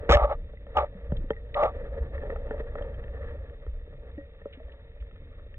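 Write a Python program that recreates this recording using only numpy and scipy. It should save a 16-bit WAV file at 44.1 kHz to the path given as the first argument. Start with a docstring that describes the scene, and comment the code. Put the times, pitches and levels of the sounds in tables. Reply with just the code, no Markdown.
"""A hand grip on a speargun rubs and squeaks in three strokes and some hard slips, under water.
Stick-slip grains and a squeal shake a sealed case, at times hard enough to overload its microphone.
The gun thumps as slow sways push the case; knocks and faint ticks ring the case's own notes.
Bubbles ring at their own pitches or hiss in puffs. Behind it all, shaped noise makes moving water
rumble, hum and fizz, over the faint, steady, nearly smooth hiss of the far sea."""
import sys
import numpy as np
from scipy import signal
from scipy.fft import rfft, irfft
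from scipy.io import wavfile
from scipy.ndimage import uniform_filter1d

SR = 44100
rng = np.random.default_rng(int(sys.argv[2]) if len(sys.argv) > 2 else 0)


def master_out(mix):
    """Clip the mix to full scale and print it as 16-bit PCM to the path in sys.argv[1]."""
    frames = np.transpose(np.atleast_2d(mix))
    ceiling = np.clip(frames, -1, 1)
    pcm = np.round(ceiling * 32767).astype(np.int16)
    wavfile.write(sys.argv[1], SR, pcm)


N = 246078
TIME = np.arange(N) / SR  # seconds

# Three strokes of the rubbing grip, one curve each, before the cap: [t/s, level/dB]
GRIP_STROKES = [
    [(0.12, -16), (0.132, -9.5), (0.15, -8), (0.164, -24), (0.254, -22.5), (0.264, -37.5), (0.324, -23.5),
     (0.355, -51)],
    [(0.748, -44.5), (0.77, -20), (0.79, -20.5), (0.802, -25), (0.844, -33), (0.875, -63)],
    [(1.552, -32.5), (1.564, -24.5), (1.654, -19), (1.676, -29.5), (1.682, -28.5), (1.72, -51)],
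]
# Hard slips of the grip, before trim and judder:
# [t/s, time held/s, level/dB, squeal share of the power 0-1, squeal f/Hz]
GRIP_SLIPS = [(.092, 0.0055, -4, 0.58, 508), (0.1021, 0.0024, .5, 0.75, 475),
              (0.1103, 0.0035, -5, 0.1, 413), (0.1194, 0.0047, 0, 0.23, 696),
              (0.124, .029, -4.5, 0.72, 580.7), (0.169, 0.0021, -11, 0.2, 933),
              (0.242, .016, -27, 1, 572.5), (.7672, 0.0069, -14, 0.9, 826), (0.7793, 0.0082, -18, 0.4, 639),
              (.833, .012, -26.5, 1, 600), (1.631, 0.0075, -15, 0.9, 620.3), (1.643, 0.012, -16, 0.88, 575)]
# Tone of the case under a rubbing grip: [f/Hz, relative level per Hz/dB]
RUBBED_CASE_TONE = [(100, -39.5), (320, -29.5), (470, -10), (580, 1.5), (670, -5.5), (800, -2), (930, -6.5),
                    (1030, -24.5), (1140, -1.5), (1300, -8), (1450, -25.5), (2000, -25.5), (2800, -37.5),
                    (4000, -37)]
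# Sways of the gun that push the case: [t/s, peak level/dB, f/Hz, time to the peak/s]
GUN_SWAYS = [(0.093, -12, 61, 0.017), (0.149, -10, 57, 0.011), (0.215, -16.5, 49.7, .022),
             (.328, -29, 29.3, 0.047), (0.755, -26.5, 67.4, 0.034), (1.086, -26.5, 63.6, 0.022),
             (1.119, -28, 26.4, 0.08), (1.182, -33, 75, .009), (2.001, -21, 58, 0.02),
             (2.8, -32, 31.1, 0.046), (3.672, -24.5, 57, .016), (3.713, -30.5, 29.1, 0.043),
             (4.126, -34, 65, 0.02), (4.641, -34, 54.7, .014), (5, -30, 55.6, 0.023)]
# Knocks on the case, before the overload: [t/s, peak level/dB, favoured f/Hz, spread around it/octaves]
CASE_KNOCKS = [(.094, -10, 206.5, 0.66), (.535, -36, 666, .8), (.667, -37, 700, 1.3),
               (1.1196, -16, 246, 1.44), (1.3046, -12, 670, 1.22), (1.765, -30.5, 526, .44),
               (2.234, -26.5, 550, .6), (2.3024, -24.5, 740, 1.1), (2.3603, -25, 800, 1),
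               (2.5084, -21, 800, .9), (2.543, -24.5, 560, .55), (2.6, -26, 524, 1.15),
               (2.785, -35.5, 1100, 0.94), (2.823, -35, 3200, 1.9), (3.04, -43, 3000, 1.1),
               (1.011, -41, 540, .6), (3.349, -37, 450, 0.33), (4.179, -44, 1200, 1.3),
               (2.7548, -22.5, 890, .9), (2.811, -28.5, 600, .72), (3.1452, -33, 614, .54),
               (3.1788, -38, 620, 1), (3.665, -34.5, 700, 1.9), (3.876, -39, 506, .6), (3.93, -42, 460, .7),
               (4.416, -38.5, 720, 2.1), (4.4563, -25.5, 440, .78), (4.683, -44.5, 2000, 1.15),
               (4.963, -44, 550, .72), (5.463, -42.5, 400, 0.36), (5.542, -42, 2210, 0.37)]
# Notes of the struck case: [f/Hz, relative level/dB, time to fall by 60 dB/s]
CASE_NOTES = [(120, 0.5, 0.078), (185, -1, 0.061), (272, 0, 0.02), (443.6, -3, 0.059), (576.5, -2, 0.055),
              (820, -19.5, 0.066), (940, -19, 0.033), (1310, -5.5, 0.016), (1460, -12.5, 0.014),
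              (1822, -7, 0.044), (2670, -10, 0.0099), (3200, -14, 0.028)]
# Single bubbles, from deep glugs to small pings, before the overload:
# [t/s, peak level/dB, f/Hz, time to fall by 60 dB/s]
SINGLE_BUBBLES = [(.572, -46, 2030, 0.031), (0.949, -34.5, 186.4, 0.15), (1.187, -26, 158, 0.041),
                  (1.206, -32.5, 328, 0.031), (1.24, -23, 264, 0.025), (1.333, -43, 1990, 0.042),
                  (1.365, -44.5, 1880, 0.09), (1.543, -29.5, 1910, 0.034), (2.179, -34.5, 1826, 0.04),
                  (2.514, -33, 443, 0.13), (4.178, -26, 294, 0.072), (4.18, -50, 1893, 0.22),
                  (3.936, -40.5, 137.4, 0.26), (4.184, -35.5, 553, .18), (4.458, -36.5, 564, 0.15),
                  (4.572, -37.5, 263, 0.081), (4.6005, -40.5, 627, 0.12)]
# Puffs of fine bubbles, before the overload: [t/s, level/dB, centre f/Hz, time to the peak/s]
BUBBLE_PUFFS = [(1.168, -43, 3370, 0.0018), (1.543, -34.5, 2980, 0.0016), (4.524, -52, 2400, 0.0096),
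                (4.717, -56.5, 2600, 0.0047), (5, -58, 2300, 0.0059)]
# Moving water, before trims, gushes and flutter: [t/s, rumble level/dB, case hum level/dB]
WATER_FLOW = [(0, -31.5, -41), (0.099, -46, -39.5), (0.221, -35, -49), (0.601, -42.5, -60),
              (.8, -39, -47.5), (1.0, -43, -53), (1.141, -30.5, -49), (1.3, -40, -54.5),
              (1.519, -38.5, -52.5), (1.719, -35.5, -45.5), (2.3, -33, -44), (2.998, -35.5, -47),
              (3.35, -35, -50), (3.58, -42.5, -54.5), (4.05, -42, -58.5), (4.35, -47.5, -59),
              (4.7, -46, -58.5), (5.58, -42, -60.5)]
# Gushes along the case: [t/s at the crest, length/s, lift of the hum/dB, lift of the fizz/dB]
WATER_GUSHES = [(1.808, 0.1, 4.5, 4.5), (1.97, 0.12, 5, 2.5), (2.283, 0.1, 7.5, 4), (2.542, 0.16, 6, 3),
                (2.836, 0.13, 5.5, 4.5), (3.246, 0.19, 6, 10.5), (4.06, 0.15, 9, 8), (4.684, 0.35, 4.5, 4),
                (5.353, 0.18, 3, 8.5)]
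# Tone of the water's rumble: [f/Hz, relative level per Hz/dB]
RUMBLE_TONE = [(10, -22.5), (21, -7), (29, 5.5), (39, -11), (53, 1.5), (72, -0.5), (95, -11.5), (125, -16),
               (170, -22.5), (260, -27.5), (400, -31.5), (800, -67)]
# Tone of the hum that the flow stirs in the case: [f/Hz, relative level per Hz/dB]
HUM_TONE = [(130, -33.5), (225, -18.5), (280, -12), (345, -18), (415, -8.5), (460, 5), (505, -2.5),
            (570, 3), (635, -10), (720, -15.5), (830, -21.5), (915, -16), (1050, -37), (1500, -73.5)]
# Tone of the fizz that the flow stirs in the case: [f/Hz, relative level per Hz/dB]
FIZZ_TONE = [(600, -21), (900, -10.5), (1050, -8.5), (1150, 1.5), (1330, -0.5), (1560, -7.5), (1680, 1.5),
             (1880, 3.5), (2000, -4.5), (2250, -14), (2650, -11), (2920, -21.5), (3250, -13.5), (4200, -23)]
# Tone of the far sea's steady hiss: [f/Hz, relative level per Hz/dB]
SEA_TONE = [(600, -16), (1100, -8), (1380, -1.5), (1580, -6.5), (1860, 7), (2300, 1.5), (2650, 2),
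            (2900, -4.5), (3700, 4), (4300, -21)]
# Tone given to the sharp sounds after clipping: [f/Hz, gain/dB]
CLIPPED_TONE = [(2700, -2), (3600, 1), (4300, -10), (5200, -6.5), (7300, -6), (9000, -18.5), (11000, -18),
                (15000, -19.5)]

# A sliding grip sings at this pitch, with this share of its power; a smooth stroke gets no louder than the cap
STROKE_SQUEAL_HZ, STROKE_SQUEAL_SHARE, STROKE_CAP_DB = 588, 0.15, -21.5
# Faint ticks of drifting grit: average rate, middle level, chance spread, favoured pitch and spread around it
TICKS_PER_S, TICK_DB, TICK_SPREAD_DB, TICK_HZ, TICK_OCTAVES = 2.4, -48, -0.5, 2020, 0.82
# At this hum level the fizz lies this far below the hum; it follows the hum's changes by this share
BRISK_FLOW_DB, FIZZ_UNDER_DB, FIZZ_FOLLOWS = -41.5, -13.5, 0.94
TREBLE_CUT_HZ = 4300  # steep treble cut: little sounds above this
OVERLOAD_DB = -13
# The left side lags by up to this much; well below the heave pitch both sides move together
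LEFT_LAG_S, HEAVE_HZ = 0.0001246, 60
NOISE_FLOOR_DB, TOP_HZ = -99, 15700


def gain_of(db):
    """Turns decibels into a plain multiplier."""
    return 10 ** (np.asarray(db) / 20)


def evened(x):
    """Scales a sound to an average strength (rms) of 1."""
    return x / np.sqrt(np.mean(x ** 2) + 1e-20)


def add(mix, s, sound):
    """Mixes a sound in at time s, cutting off whatever runs past the end."""
    part = mix[max(round(s * SR), 0):][:len(sound)]
    part += sound[:len(part)]


def response(points, size=32768):
    """Builds how a body with this tone answers a click: nothing sounds before the click."""
    hz, db = np.transpose(points)
    bins_hz = abs(np.fft.fftfreq(size, 1 / SR)) + 1  # the 1 avoids log(0)
    log_gain = np.log(gain_of(np.interp(np.log(bins_hz), np.log(hz), db)))
    spectrum = np.exp(np.conj(signal.hilbert(log_gain)))  # minimum phase: the energy comes early
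    return np.fft.ifft(spectrum).real[:size // 2]


def through(x, points):
    """Passes a sound through a body with this tone."""
    return signal.fftconvolve(x, response(points))[:len(x)]


def drift(n, hz):
    """Makes a random wander of rms 1 over the whole scene that is mostly slower than the given rate."""
    slowness = 1 + (np.fft.rfftfreq(N, 1 / SR) / hz) ** 4
    return evened(irfft(rfft(rng.standard_normal(N)) / slowness, N))[:n]


def grains(per_s, spread_db, share):
    """Mixes tiny impacts of uneven size, by their share of the power, with smooth noise."""
    sizes = gain_of(spread_db * np.minimum(rng.exponential(1, N), 4)) * rng.choice([-1, 1], N)
    share = np.clip(share, 0, 1)
    impacts = evened(sizes * (rng.random(N) < per_s / SR))
    return np.sqrt(share) * impacts + np.sqrt(1 - share) * rng.standard_normal(N)


def grip(catch_s=0.00079, release_s=0.0021, waver=.031, stroke_db=0, slip_db=-0.5, judder_db=1.0):
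    """The grip sticks and slips in tiny jerks that shake the case, partly locked into a steady squeal."""
    friction = through(grains(per_s=880, spread_db=1, share=0.74), RUBBED_CASE_TONE)
    friction /= np.sqrt(uniform_filter1d(friction ** 2, size=600))  # the hand alone sets the level
    bend = 1 + waver * drift(N, hz=93.7)  # the squeal's pitch wanders
    judder = gain_of(judder_db * drift(N, hz=128))

    def rubbing(squeal, hz):
        """Mixes rasp and squeal by the squeal's share of the power."""
        squeal = np.clip(squeal, 0, 1)
        tone = np.sin(2 * np.pi * np.cumsum(hz * bend) / SR)
        return np.sqrt(1 - squeal) * friction + np.sqrt(2 * squeal) * tone

    effort = np.zeros(N)
    for s, db in map(np.transpose, GRIP_STROKES):
        level_db = np.minimum(np.interp(TIME, s, db) + stroke_db, STROKE_CAP_DB)
        effort += gain_of(level_db) * (TIME > s[0]) * (TIME < s[-1])
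    out = effort * rubbing(STROKE_SQUEAL_SHARE, STROKE_SQUEAL_HZ)

    t = TIME[:SR // 10]
    for s, held_s, db, squeal, hz in GRIP_SLIPS:
        pressure = (1 - np.exp(-t / catch_s)) * np.exp(-np.maximum(t - held_s, 0) / release_s)
        slip = rubbing(squeal, hz)[round(s * SR):][:len(t)]
        add(out, s, gain_of(db + slip_db) * pressure * slip)
    return ringing(out * judder, ring_db=-8.5)


def ringing(x, ring_db):
    """Adds the after-ring of the case's own notes to whatever shakes it."""
    t = TIME[:SR // 8]
    ring = sum(gain_of(db - 60 * t / t60) * np.cos(2 * np.pi * hz * t) for hz, db, t60 in CASE_NOTES)
    ring /= abs(rfft(ring)).max()  # the strongest pitch passes at gain 1
    return x + gain_of(ring_db) * signal.fftconvolve(x, ring)[:len(x)]


def thumps():
    """Each sway of the gun pushes the case in a few heavy cycles that swell and die."""
    out, t = np.zeros(N), TIME[:SR // 2]
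    for s, db, hz, rise in GUN_SWAYS:
        swell = (t / rise * np.exp(1 - t / rise)) ** 2
        add(out, s, gain_of(db) * swell * np.sin(2 * np.pi * hz * t))
    return out


def knocks(scatter_db=4.0):
    """Every knock and stray tick rings the same case notes, weighted by the pitch its contact favours."""
    out, t = np.zeros(N), TIME[:SR // 5]
    hz, note_db, t60 = np.transpose(CASE_NOTES)[:, :, None]
    signs = (-1) ** np.arange(len(hz))[:, None]  # neighbouring notes start in opposite directions
    fading = np.exp(-np.log(1000) * t / t60)
    notes = signs * gain_of(note_db) * fading * np.sin(2 * np.pi * hz * t)

    moments = TIME[rng.random(N) < TICKS_PER_S / SR]
    sizes = rng.standard_normal(size=100)  # more than enough for the ticks
    ticks = [(s, TICK_DB + TICK_SPREAD_DB * size, TICK_HZ, TICK_OCTAVES) for s, size in zip(moments, sizes)]
    lucks = rng.standard_normal((len(CASE_KNOCKS) + len(sizes), len(hz), 1))
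    for (s, db, contact_hz, spread), luck in zip(CASE_KNOCKS + ticks, lucks):
        favour = np.exp(-(np.log2(hz / contact_hz) / spread) ** 2 / 2)
        weight = favour * gain_of(scatter_db * luck)  # no two hits are quite alike
        ring = (weight * notes).sum(0)
        add(out, s, gain_of(db) * ring / abs(ring).max())
    return out


def bubbles(start_cycles=0.66, waver=0.0054):
    """Each bubble rings at its own pitch, wobbling as its shape changes."""
    out, t = np.zeros(N), TIME[:SR // 4]
    wobble = drift(N, hz=152)
    for s, db, hz, t60 in SINGLE_BUBBLES:
        pitch = hz * (1 + waver * wobble[round(s * SR):][:len(t)])
        turns = np.cumsum(pitch) / SR  # cycles completed so far
        soft_start = 1 - np.exp(-(turns / start_cycles) ** 2)
        dying = np.exp(-np.log(1000) * t / t60)
        add(out, s, gain_of(db) * dying * soft_start * np.sin(2 * np.pi * turns))
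    return out


def puffs(width_octaves=0.5):
    """A cloud of tiny bubbles makes a short soft hiss around one pitch."""
    out, t = np.zeros(N), TIME[:SR // 8]
    hz = np.fft.rfftfreq(len(t), 1 / SR) + 1
    noises = rng.standard_normal((len(BUBBLE_PUFFS), len(t)))
    for (s, db, centre_hz, rise), noise in zip(BUBBLE_PUFFS, noises):
        band = np.exp(-(np.log2(hz / centre_hz) / width_octaves) ** 2 / 2)
        cloud = evened(irfft(rfft(noise) * band, len(t)))
        swell = t / rise * np.exp(1 - t / rise)
        add(out, s, gain_of(db) * cloud * swell)
    return out


def water(rumble_db=-1, hum_db=0, flutter_db=1.5, fizz_flutter_db=3.03):
    """Eddies buffet the case, stir its low notes and fizz along its walls; gushes lift hum and fizz."""
    s, *columns = np.transpose(WATER_FLOW)
    push_db, stir_db = (np.interp(TIME, s, column) for column in columns)
    wash_db = BRISK_FLOW_DB + FIZZ_UNDER_DB + FIZZ_FOLLOWS * (stir_db - BRISK_FLOW_DB)
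    for crest, length, hum_lift_db, fizz_lift_db in WATER_GUSHES:
        swell = np.exp(-(2 * (TIME - crest) / length) ** 2)
        stir_db = stir_db + hum_lift_db * swell
        wash_db = wash_db + fizz_lift_db * swell

    eddies = through(rng.standard_normal(N), RUMBLE_TONE)
    eddies /= np.sqrt(uniform_filter1d(eddies ** 2, size=6000))  # the flow alone sets the slow swell
    rumble = eddies * gain_of(push_db + rumble_db)
    flutter = drift(N, hz=25.0)  # hum and fizz flutter together
    hum = evened(through(grains(per_s=720, spread_db=2.5, share=.3), HUM_TONE))
    hum *= gain_of(stir_db + hum_db + flutter_db * flutter)
    fizz = evened(through(grains(per_s=110, spread_db=-2.5, share=0.19), FIZZ_TONE))
    fizz *= gain_of(wash_db + fizz_flutter_db * flutter)
    return rumble + hum + fizz


def far_sea(sea_db=-69):
    """The far sea is a faint, steady, nearly smooth hiss: mostly smooth noise with a tone of its own."""
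    return evened(through(grains(per_s=100, spread_db=-2.5, share=0.2), SEA_TONE)) * gain_of(sea_db)


def treble_cut(x):
    """Cuts the treble very steeply, so that little sounds above the cut."""
    hz = np.fft.rfftfreq(N, 1 / SR)
    return irfft(rfft(x) / (1 + (hz / TREBLE_CUT_HZ) ** 80), N)


def overloaded(x):
    """The microphone squashes peaks near its limit; the clipped sound is then given its tone."""
    limit = gain_of(OVERLOAD_DB)
    clipped = x / (1 + (x / limit) ** 10) ** (1 / 10)
    return through(clipped, CLIPPED_TONE)


def scattered(x, level_db=-12, corner_hz=1700, ring_s=0.0016):
    """Short waves bounce around inside the case as a burst of dense, random, fading echoes."""
    t = TIME[:SR // 50]
    echoes = rng.standard_normal(len(t)) * np.exp(-t / ring_s)
    treble = signal.sosfilt(signal.butter(2, corner_hz, "high", fs=SR, output="sos"), x)
    return gain_of(level_db) * signal.fftconvolve(treble, echoes / np.linalg.norm(echoes))[:N]


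def scene():
    """Sharp sounds overload the microphone; water and slow thumps are added without overload."""
    sharp = treble_cut(grip() + knocks() + bubbles() + puffs())
    mono = overloaded(sharp) + treble_cut(water() + far_sea()) + thumps()
    hz = np.fft.rfftfreq(N, 1 / SR)
    lag = LEFT_LAG_S * hz ** 2 / (hz ** 2 + HEAVE_HZ ** 2)
    left = irfft(rfft(mono) * np.exp(-2j * np.pi * hz * lag), N)  # the far port hears it later
    opposite = np.array([[1], [-1]])  # the echoes reach the two ports with opposite sign
    return np.array([left, mono]) + opposite * scattered(mono)


def record(dry):
    """Adds a very faint, flat noise floor, then cuts everything above the top pitch."""
    noisy = dry + gain_of(NOISE_FLOOR_DB) * rng.standard_normal(dry.shape)
    low_pass = signal.firwin(511, TOP_HZ, window=("kaiser", 9), fs=SR)
    return signal.oaconvolve(noisy, low_pass[None], "same")


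dry = scene()
out = record(dry)
master_out(out)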